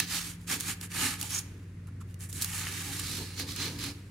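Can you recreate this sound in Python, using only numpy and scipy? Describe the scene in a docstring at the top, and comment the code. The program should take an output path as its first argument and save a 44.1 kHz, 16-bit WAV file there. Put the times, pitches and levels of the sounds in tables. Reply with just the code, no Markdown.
"""A small workshop, stereo microphone close to a fine-toothed razor saw working a groove in foam board.
The teeth burst foam cells in a dry rasp that rings through board, blade and bench. They snag with small
snaps, the bench rumbles under hard pushes, the board creaks and the binding blade squeaks once.
Short strokes thin out, then come one long draw and a few more short ones.
Behind it a motor, probably a fan, hums low throughout over soft room noise."""
import sys
import numpy as np
from scipy import signal
from scipy.fft import rfft, irfft, next_fast_len
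from scipy.io import wavfile
from scipy.ndimage import uniform_filter1d, map_coordinates

SR = 44100
rng = np.random.default_rng(int(sys.argv[2]) if len(sys.argv) > 2 else 0)


def generate_wav(signal):
    """Clip the signal to [-1, 1] and save it as 16-bit WAV at the path in sys.argv[1]."""
    frames = np.transpose(np.atleast_2d(signal))
    scaled = np.clip(frames, -1, 1) * 32767
    pcm = np.round(scaled).astype(np.int16)
    wavfile.write(sys.argv[1], SR, pcm)


N = 181017

# Levels in the tables are relative; spectra give level per unit of bandwidth.
# drift of the five-bladed fan: t/s, blade rate/Hz, level/dB
FAN_DRIFT = [(0.0, 96.3, -54), (.5, 95.5, -50.5), (1.28, 96, -46), (1.37, 93.5, -48), (1.75, 94.43, -48.5),
             (1.93, 92.9, -43), (2.72, 93.56, -45), (3.52, 94.1, -45), (4.1, 95.4, -49)]
# lines of the hum: multiple of the shaft rate, level/dB
FAN_ORDERS = [(2, -32), (4, -18), (5, 0.5), (6, -8), (7, -18.5), (8, -17), (10, -24), (11, -25.5),
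              (12, -27), (14, -24)]
# the fan's ninth order swells and fades: t/s, level/dB
FAN_NINTH = [(0.0, -47), (1.55, -53.5), (2.5, -52), (3.7, -51), (4.1, -65)]
# spectrum of the still room: f/Hz, level/dB
AIR_SPECTRUM = [(25, -23.5), (64, -6.5), (96, -8.5), (135, -10.5), (175, -10), (260, -15.5), (330, -19.5),
                (450, -24.5), (700, -37.5), (1900, -31), (2700, -38), (3100, -42), (10000, -46.5),
                (15500, -59)]
# short strokes: top speed t/s, rise/s, fall/s, rasp/dB, then re the rasp: board/dB, fizz/dB, bench/dB
SHORT_STROKES = [ (0.0, .02, 0.078, -33.5, -2.5, -13, -9.5), (0.15, 0.097, 0.12, -31, -5, -6, -18.5),
                 (0.259, 0.042, 0.11, -39, -5.5, -4, -12.5), (0.417, 0.043, 0.08, -60, -11, -1, -12),
                 (0.524, 0.06, 0.064, -28.5, -3.5, -4.5, -13), (0.605, 0.032, .04, -39, -7, -5, -13),
                 (0.7, 0.096, 0.055, -33.5, -1.5, -1.5, -11.5),
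                 (0.835, 0.034, 0.046, -44.5, 3.5, 3.5, -4.5), (1.041, 0.15, .14, -31, 2, -0.5, -9),
                 (1.231, 0.074, 0.092, -39.5, -5, -2.5, -11), (1.355, 0.1, 0.076, -33, -5, -4, -18),
                 (1.44, .04, 0.36, -60, 1, -10, 5), (1.878, 0.0072, 0.024, -62.5, 2, -1, -18),
                 (2.013, .013, 0.02, -54, -2, -2, -20), (2.105, 0.046, 0.048, -63, 2, -3, -20),
                 (2.228, 0.042, 0.066, -50.5, 2, 5.5, -15), (2.3, 0.014, 0.016, -50.5, 1.5, 10.5, -2),
                 (3.396, 0.04, 0.062, -35, -7, -12, -8), (3.506, 0.048, 0.078, -39, -9.5, -8, -13),
                 (3.618, 0.078, 0.12, -33.5, -2, -11.5, -8.5), (3.841, 0.069, 0.1, -36, -3, -9, -9.5)]
# long draw ending in a light drag: t/s, rasp/dB, then re the rasp: board/dB, fizz/dB, bench/dB
LONG_DRAW = [(2.31, -54.5, -6, 0, -3), (2.345, -47.5, -5.5, 6, -6), (2.41, -40.5, -2, -3, -12),
             (2.49, -43.5, 1.5, 1.5, -19), (2.57, -35.5, -2.5, -0.5, -19), (2.65, -38.5, -1, -6, -12.5),
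             (2.9, -39, -2, -3.5, -9), (3.17, -41, -2, -1.5, -6), (3.29, -51, 2.5, -3.5, -13),
             (3.8, -48, -2, -8.5, 3.5), (4.1, -70.5, 3, 0, 1.5)]
# spectra of tearing foam, its body and its fizz: f/Hz, level/dB
RASP_SPECTRUM = [(200, -39), (600, -37), (1000, -8.5), (1500, -2.5), (2400, 1), (3300, 2), (4400, 1),
                 (5500, 1.5), (6900, 1), (8000, -12.5), (11000, -7.5), (16000, -10)]
FIZZ_SPECTRUM = [(2000, -30), (4500, -21.5), (6900, -0.5), (7800, 2.5), (9800, 2.5), (12000, -3),
                 (14000, -8.5), (16000, -24)]
# resonances of foam board, blade and bench: f/Hz, width/Hz, level/dB
BOARD_MODES = [(779, 63, 5), (885, 163, 5.5), (1167, 190, -1), (1270, 80, 8.5), (1413, 590, -2.5),
               (1706, 130, 9.5), (2277, 390, -1), (2770, 135, 6.5), (3080, 56, -1.5), (3420, 30, -44)]
BLADE_MODES = [(3950, 1130, -3), (4158, 150, 17), (4210, 560, 8.5), (5050, 64, 12), (5350, 420, -8),
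               (6070, 44, 7)]
BENCH_MODES = [(58.6, 15, -10.5), (122, 49, -4), (244, 18.7, -4), (280.8, 15.6, 1.5), (372, 25, -4.5),
               (403, 69, -8.5), (531, 70, -14.5), (621, 31, -17.5), (965, 100, -6)]
# the blade rings most when deep in the groove: t/s, level/dB re the rasp
BLADE_RINGING = [(0, -3), (.35, -19), (1.1, -6), (1.45, -24), (2.9, -13), (3.15, -1.5), (4.1, -7)]
# teeth that snag and let go: t/s, crack/dB, tap/dB re the crack
TOOTH_SNAGS = [(0.001, -10, -8), (0.6015, -23, -23), (0.607, -18.5, -21), (0.8122, -27, -16),
               (0.917, -32, -16), (1.2127, -18, -30), (1.228, -22, -12.5), (1.3058, -25, -22),
               (1.39, -21, -25), (1.871, -47, -8), (2.1425, -41, -15), (2.2066, -35, -22),
               (2.3279, -26, -31), (2.414, -21, -30), (2.4211, -16, -30), (2.4245, -18, -32),
               (2.429, -22, -24), (2.4448, -15.5, -24), (2.6691, -31, 1), (2.777, -35, 3),
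               (2.9963, -21, -16), (3.3975, -23, -9), (3.562, -26, -13), (3.7897, -33, -9),
               (3.8402, -28, -9)]
# the hand's pushes jolt the bench: peak t/s, level/dB, half-length/s
BENCH_JOLTS = [(0.557, -44, 0.042), (1.047, -43.5, 0.03), (2.585, -53.5, 0.0047), (2.81, -61, 0.023),
               (3.216, -41.5, 0.032), (3.442, -46.5, 0.056), (3.7, -44.5, 0.043), (3.887, -42.5, 0.029)]
# short hollow creaks of the board: peak t/s, f/Hz, level/dB, half-length/s
BOARD_CREAKS = [(1.24, 910, -48, 0.014), (1.885, 1290, -60, 0.0096), (2.016, 1269, -52, 0.0085),
                (2.897, 800, -53.5, 0.033)]
# stereo image of the saw at the microphone: f/Hz, left-right likeness (1 is mono)
SAW_LIKENESS = [(250, 0.98), (600, 0.87), (1300, 0.87), (2200, 0.58), (4000, 0.55), (8000, 0.29),
                (15000, 0.17)]
# balance of the work at the microphone: f/Hz, left minus right/dB
WORK_BALANCE = [(500, -0.5), (1200, 0), (2000, 0), (3300, -6), (5500, -2.5), (9000, -4.5), (12000, -1),
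                (15000, -0.5)]
# reverberation of the workshop: f/Hz, T60/s
WALL_DECAY = [(200, 1), (2000, 0.85), (6000, 0.36), (14000, 0.37)]


def amp(db):
    """Decibels to gain."""
    return 10 ** (np.asarray(db) / 20)


def unit(x):
    """Scaled to rms 1."""
    return x / np.sqrt(np.mean(x ** 2) + 1e-20)


def along(points, hz):
    """Interpolates (f/Hz, value) points on a log axis."""
    f, values = np.transpose(points)
    return np.interp(np.log(hz + 1), np.log(f + 1), values)


def curves(rows):
    """One value per sample for each column after the time."""
    times, *columns = np.transpose(rows)
    return [np.interp(np.arange(N) / SR, times, column) for column in columns]


def wobble(rate):
    """A smooth random curve, rate knots a second."""
    knots = rng.standard_normal(int(N * rate / SR) + 4)
    return map_coordinates(knots, [np.arange(N) * rate / SR])


def swell(peak_s, half_s):
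    """A bell-shaped rise and fall."""
    return np.exp(-((np.arange(N) / SR - peak_s) / half_s) ** 2)


def filtered(x, response):
    """x times a complex response of frequency."""
    size = next_fast_len(N + SR // 2)
    return irfft(rfft(x, size) * response(np.fft.rfftfreq(size, 1 / SR)), size)[..., :N]


def coloured(x, spectrum):
    """x shaped by a (f/Hz, level/dB) spectrum, at rms 1."""
    return unit(filtered(x, lambda hz: amp(along(spectrum, hz))))


def ringing(x, modes):
    """x through (f/Hz, width/Hz, level/dB) resonances of alternating sign, at rms 1."""
    def response(f):
        return sum((-1) ** k * amp(db) * 1j * f * width / (hz * hz - f * f + 1j * f * width)
                   for k, (hz, width, db) in enumerate(modes))
    return unit(filtered(x, response))


def spread(pair, likeness):
    """Two unrelated signals become left and right with the given (f/Hz, likeness)."""
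    turn = lambda hz: np.arccos(np.clip(along(likeness, hz), -1, 1)) / 2
    mid, side = filtered(pair, lambda hz: np.array([np.cos(turn(hz)), np.sin(turn(hz))]))
    return np.array([mid + side, mid - side])


def fan(blades=5, mains_hz=51.5):
    """Orders of one drifting shaft beat against each other; the mains add a low line of steady pitch."""
    def line(phase):
        return np.sqrt(2) * np.sin(phase + 2 * np.pi * rng.random()) * amp(0.29 * wobble(4.64))
    blade_hz, hum_db = curves(FAN_DRIFT)
    ninth_db, = curves(FAN_NINTH)
    shaft = 2 * np.pi * np.cumsum(blade_hz / blades) / SR
    hum = amp(hum_db) * sum(amp(db) * line(order * shaft) for order, db in FAN_ORDERS)
    ninth = amp(ninth_db) * line(9 * shaft)
    mains = amp(-62) * line(2 * np.pi * mains_hz * np.arange(N) / SR)
    return hum + ninth + mains


def air():
    """Soft room noise, nearly mono in the bass."""
    noise = spread(rng.standard_normal((2, N)), [(150, 1.0), (500, 0.89), (2000, 0.2), (8000, 0.13)])
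    return amp(-51) * coloured(noise, AIR_SPECTRUM)


def stroke(peak_s, rise_s, fall_s, bite_db=5.5):
    """The rasp follows the blade's swinging speed; the hand bears down most at top speed."""
    t = np.arange(N) / SR - peak_s
    swing = np.clip(1 - np.maximum(-t / rise_s, t / fall_s), 0, 1)
    speed = np.sin(np.pi / 2 * swing)
    return speed * amp(bite_db * (swing - 1))


def sawing_gains():
    """Gains of rasp, board, fizz and bench, summed in power over the long draw and the short strokes."""
    draw_db, *draw_colour = curves(LONG_DRAW)
    draw = amp(draw_db) * (np.arange(N) / SR > LONG_DRAW[0][0])
    power = np.array([draw, *(draw * amp(draw_colour))]) ** 2
    for peak_s, rise_s, fall_s, db, *colour in SHORT_STROKES:
        rasp = amp(db) * stroke(peak_s, rise_s, fall_s)
        power += np.outer(amp([0, *colour]), rasp) ** 2
    return np.sqrt(power)


def tearing(cells_per_s=7000, size_db=3, rub_db=-3, judder_db=0.99):
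    """Foam cells burst at random under the teeth, over the smooth rub of the blade's flanks."""
    bursts = rng.random((2, N)) < cells_per_s / SR
    sizes = amp(size_db * np.minimum(rng.exponential(size=(2, N)), 4))
    cells = unit(bursts * sizes * rng.choice([-1, 1], (2, N)))
    rub = amp(rub_db) * rng.standard_normal((2, N))
    return unit((cells + rub) * amp(judder_db * wobble(260)))


def blade_shimmer(x, depth_db=2):
    """The close resonances of a thin blade slide as it moves: a fine random shifting of treble colour."""
    hz, _, spectra = signal.stft(x, SR, nperseg=1024)
    ripple = rng.standard_normal(spectra.shape[1:])
    ripple = uniform_filter1d(ripple, size=3, axis=0)  # across frequency
    ripple = unit(uniform_filter1d(ripple, size=7, axis=1))  # across time
    treble = np.minimum(hz / 5000, 1)[:, None]
    _, shifted = signal.istft(spectra * amp(depth_db * treble * ripple), nperseg=1024)
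    return unit(shifted[:, :N])


def saw(dig_reference_db=-31.5):
    """The tearing reaches the microphone directly and through board, blade and bench."""
    rasp_gain, board_gain, fizz_gain, bench_gain = sawing_gains()
    blade_db, = curves(BLADE_RINGING)
    force = blade_shimmer(tearing())
    force *= amp(0.8 * wobble(70))  # uneven pressure
    driven = lambda modes, spectrum: ringing(coloured(force, spectrum), modes)
    rasp = rasp_gain * amp(-6) * coloured(force, RASP_SPECTRUM)
    fizz = fizz_gain * amp(-2) * coloured(force, FIZZ_SPECTRUM)
    board = driven(BOARD_MODES, [(300, -13), (640, -14), (850, -6), (1600, 0), (3000, 2.5), (7000, -10)])
    # on loud strokes the teeth dig in, and the board's low modes grow faster than the rasp
    dig = driven(BOARD_MODES, [(300, -8), (620, 24), (790, -7.5), (1250, 0.5), (1700, -12)])
    dig *= rasp_gain / amp(dig_reference_db)
    board = board_gain * (amp(-6) * board + amp(-16) * dig)
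    blade = driven(BLADE_MODES, [(1000, -30), (3500, 0.5), (6500, 4), (12000, -8)])
    bench = driven(BENCH_MODES, [(330, 4.5), (500, -2), (1000, -10), (2000, -25)])
    return rasp + fizz + board + rasp_gain * amp(blade_db) * blade + bench_gain * bench


def snags(rise_s=0.0002, crack_t60_s=0.013, shiver_t60_s=0.08, shiver_db=-20):
    """A caught tooth breaks free: a bright crack, a brief shiver of the blade and a tap on the board."""
    t = np.arange(SR // 10) / SR
    decay = amp(-60 * t / crack_t60_s) + amp(shiver_db - 60 * t / shiver_t60_s)
    envelope = (1 - np.exp(-t / rise_s)) * decay
    crack_gain, tap_gain = np.zeros((2, N + SR))
    for start_s, db, tap_db in TOOTH_SNAGS:
        start = round(start_s * SR)
        crack_gain[start:start + len(t)] += amp(db) * envelope
        tap_gain[start:start + len(t)] += amp(db + tap_db) * envelope
    crack = coloured(rng.standard_normal((2, N)),
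                     [(500, -23.5), (2000, -13.5), (4500, -1.5), (7000, -0.5), (11500, 0), (15000, -8)])
    tap = coloured(rng.standard_normal((2, N)), [(400, -22), (800, 0.5), (4000, 19.5), (8000, -10)])
    return amp(-5) * crack_gain[:N] * crack + amp(1) * tap_gain[:N] * ringing(tap, BOARD_MODES)


def jolts():
    """Each hard push makes the bench rumble for a moment."""
    push = sum(amp(db) * swell(peak_s, half_s) for peak_s, db, half_s in BENCH_JOLTS)
    shake = coloured(rng.standard_normal(N), [(450, 9), (1000, -1), (2000, -16)])
    return amp(-1) * push * ringing(shake, BENCH_MODES)


def creaks(pitch_waver=0.13, flutter_db=1):
    """The blade briefly drives one mode of the board, unsteadily."""
    uneven_time = np.cumsum(1 + pitch_waver * wobble(700)) / SR
    flutter = amp(flutter_db * wobble(330))
    tones = sum(amp(db) * swell(peak_s, half_s) * np.sin(2 * np.pi * hz * uneven_time)
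                for peak_s, hz, db, half_s in BOARD_CREAKS)
    return np.sqrt(2) * flutter * tones


def squeak(start_s=1.305, length_s=0.092, rise_s=0.017, fall_s=0.0047,
           start_hz=6350, glide_hz_per_s=4800, swell_db_per_s=115):
    """Steel sticks and slips on foam: a rough whistle climbs and swells, and other blade modes zing."""
    t = np.clip(np.arange(N) / SR - start_s, 0, length_s)
    binding = np.minimum(np.minimum(t / rise_s, (length_s - t) / fall_s), 1)
    hz = (start_hz + glide_hz_per_s * t) * (1 + 0.028 * wobble(1100))
    whistle = np.sin(2 * np.pi * np.cumsum(hz) / SR)
    zing = ringing(rng.standard_normal((2, N)),
                   [(5610, 270, 4.5), (6300, 360, -5), (8460, 250, 0), (9700, 560, -7.5), (11600, 370, -16)])
    flutter_db = 4 * wobble(250)
    return binding * amp(-42.5 + swell_db_per_s * t + flutter_db) * (whistle + amp(-3) * zing)


def workshop(x):
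    """The walls answer 5 ms late, each frequency dying at its own speed."""
    hz, t, spectra = signal.stft(rng.standard_normal((2, SR * 3 // 4)), SR, nperseg=256)
    decay = amp(-60 * t / along(WALL_DECAY, hz)[:, None])
    _, tail = signal.istft(spectra * decay, SR, nperseg=256)
    late = np.pad(x, ((0, 0), (SR // 200, 0)))
    return signal.fftconvolve(late, tail / np.linalg.norm(tail[0]), axes=1)[:, :N]


def scene():
    """The saw close up and a little to the right, with walls, fan and room noise behind it."""
    work = spread(saw() + snags(), SAW_LIKENESS) + squeak() + creaks() + jolts()
    near = filtered(work, lambda hz: amp(np.outer([0.5, -0.5], along(WORK_BALANCE, hz))))
    walls = spread(workshop(work), [(250, 0.97), (1000, 0.34), (3000, 0.025)])
    return near + amp(-14) * walls + fan() + air()


def record(dry):
    """The microphone chain passes nothing above 15.8 kHz."""
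    return filtered(dry, lambda hz: hz < 15800)


dry = scene()
out = record(dry)
generate_wav(out)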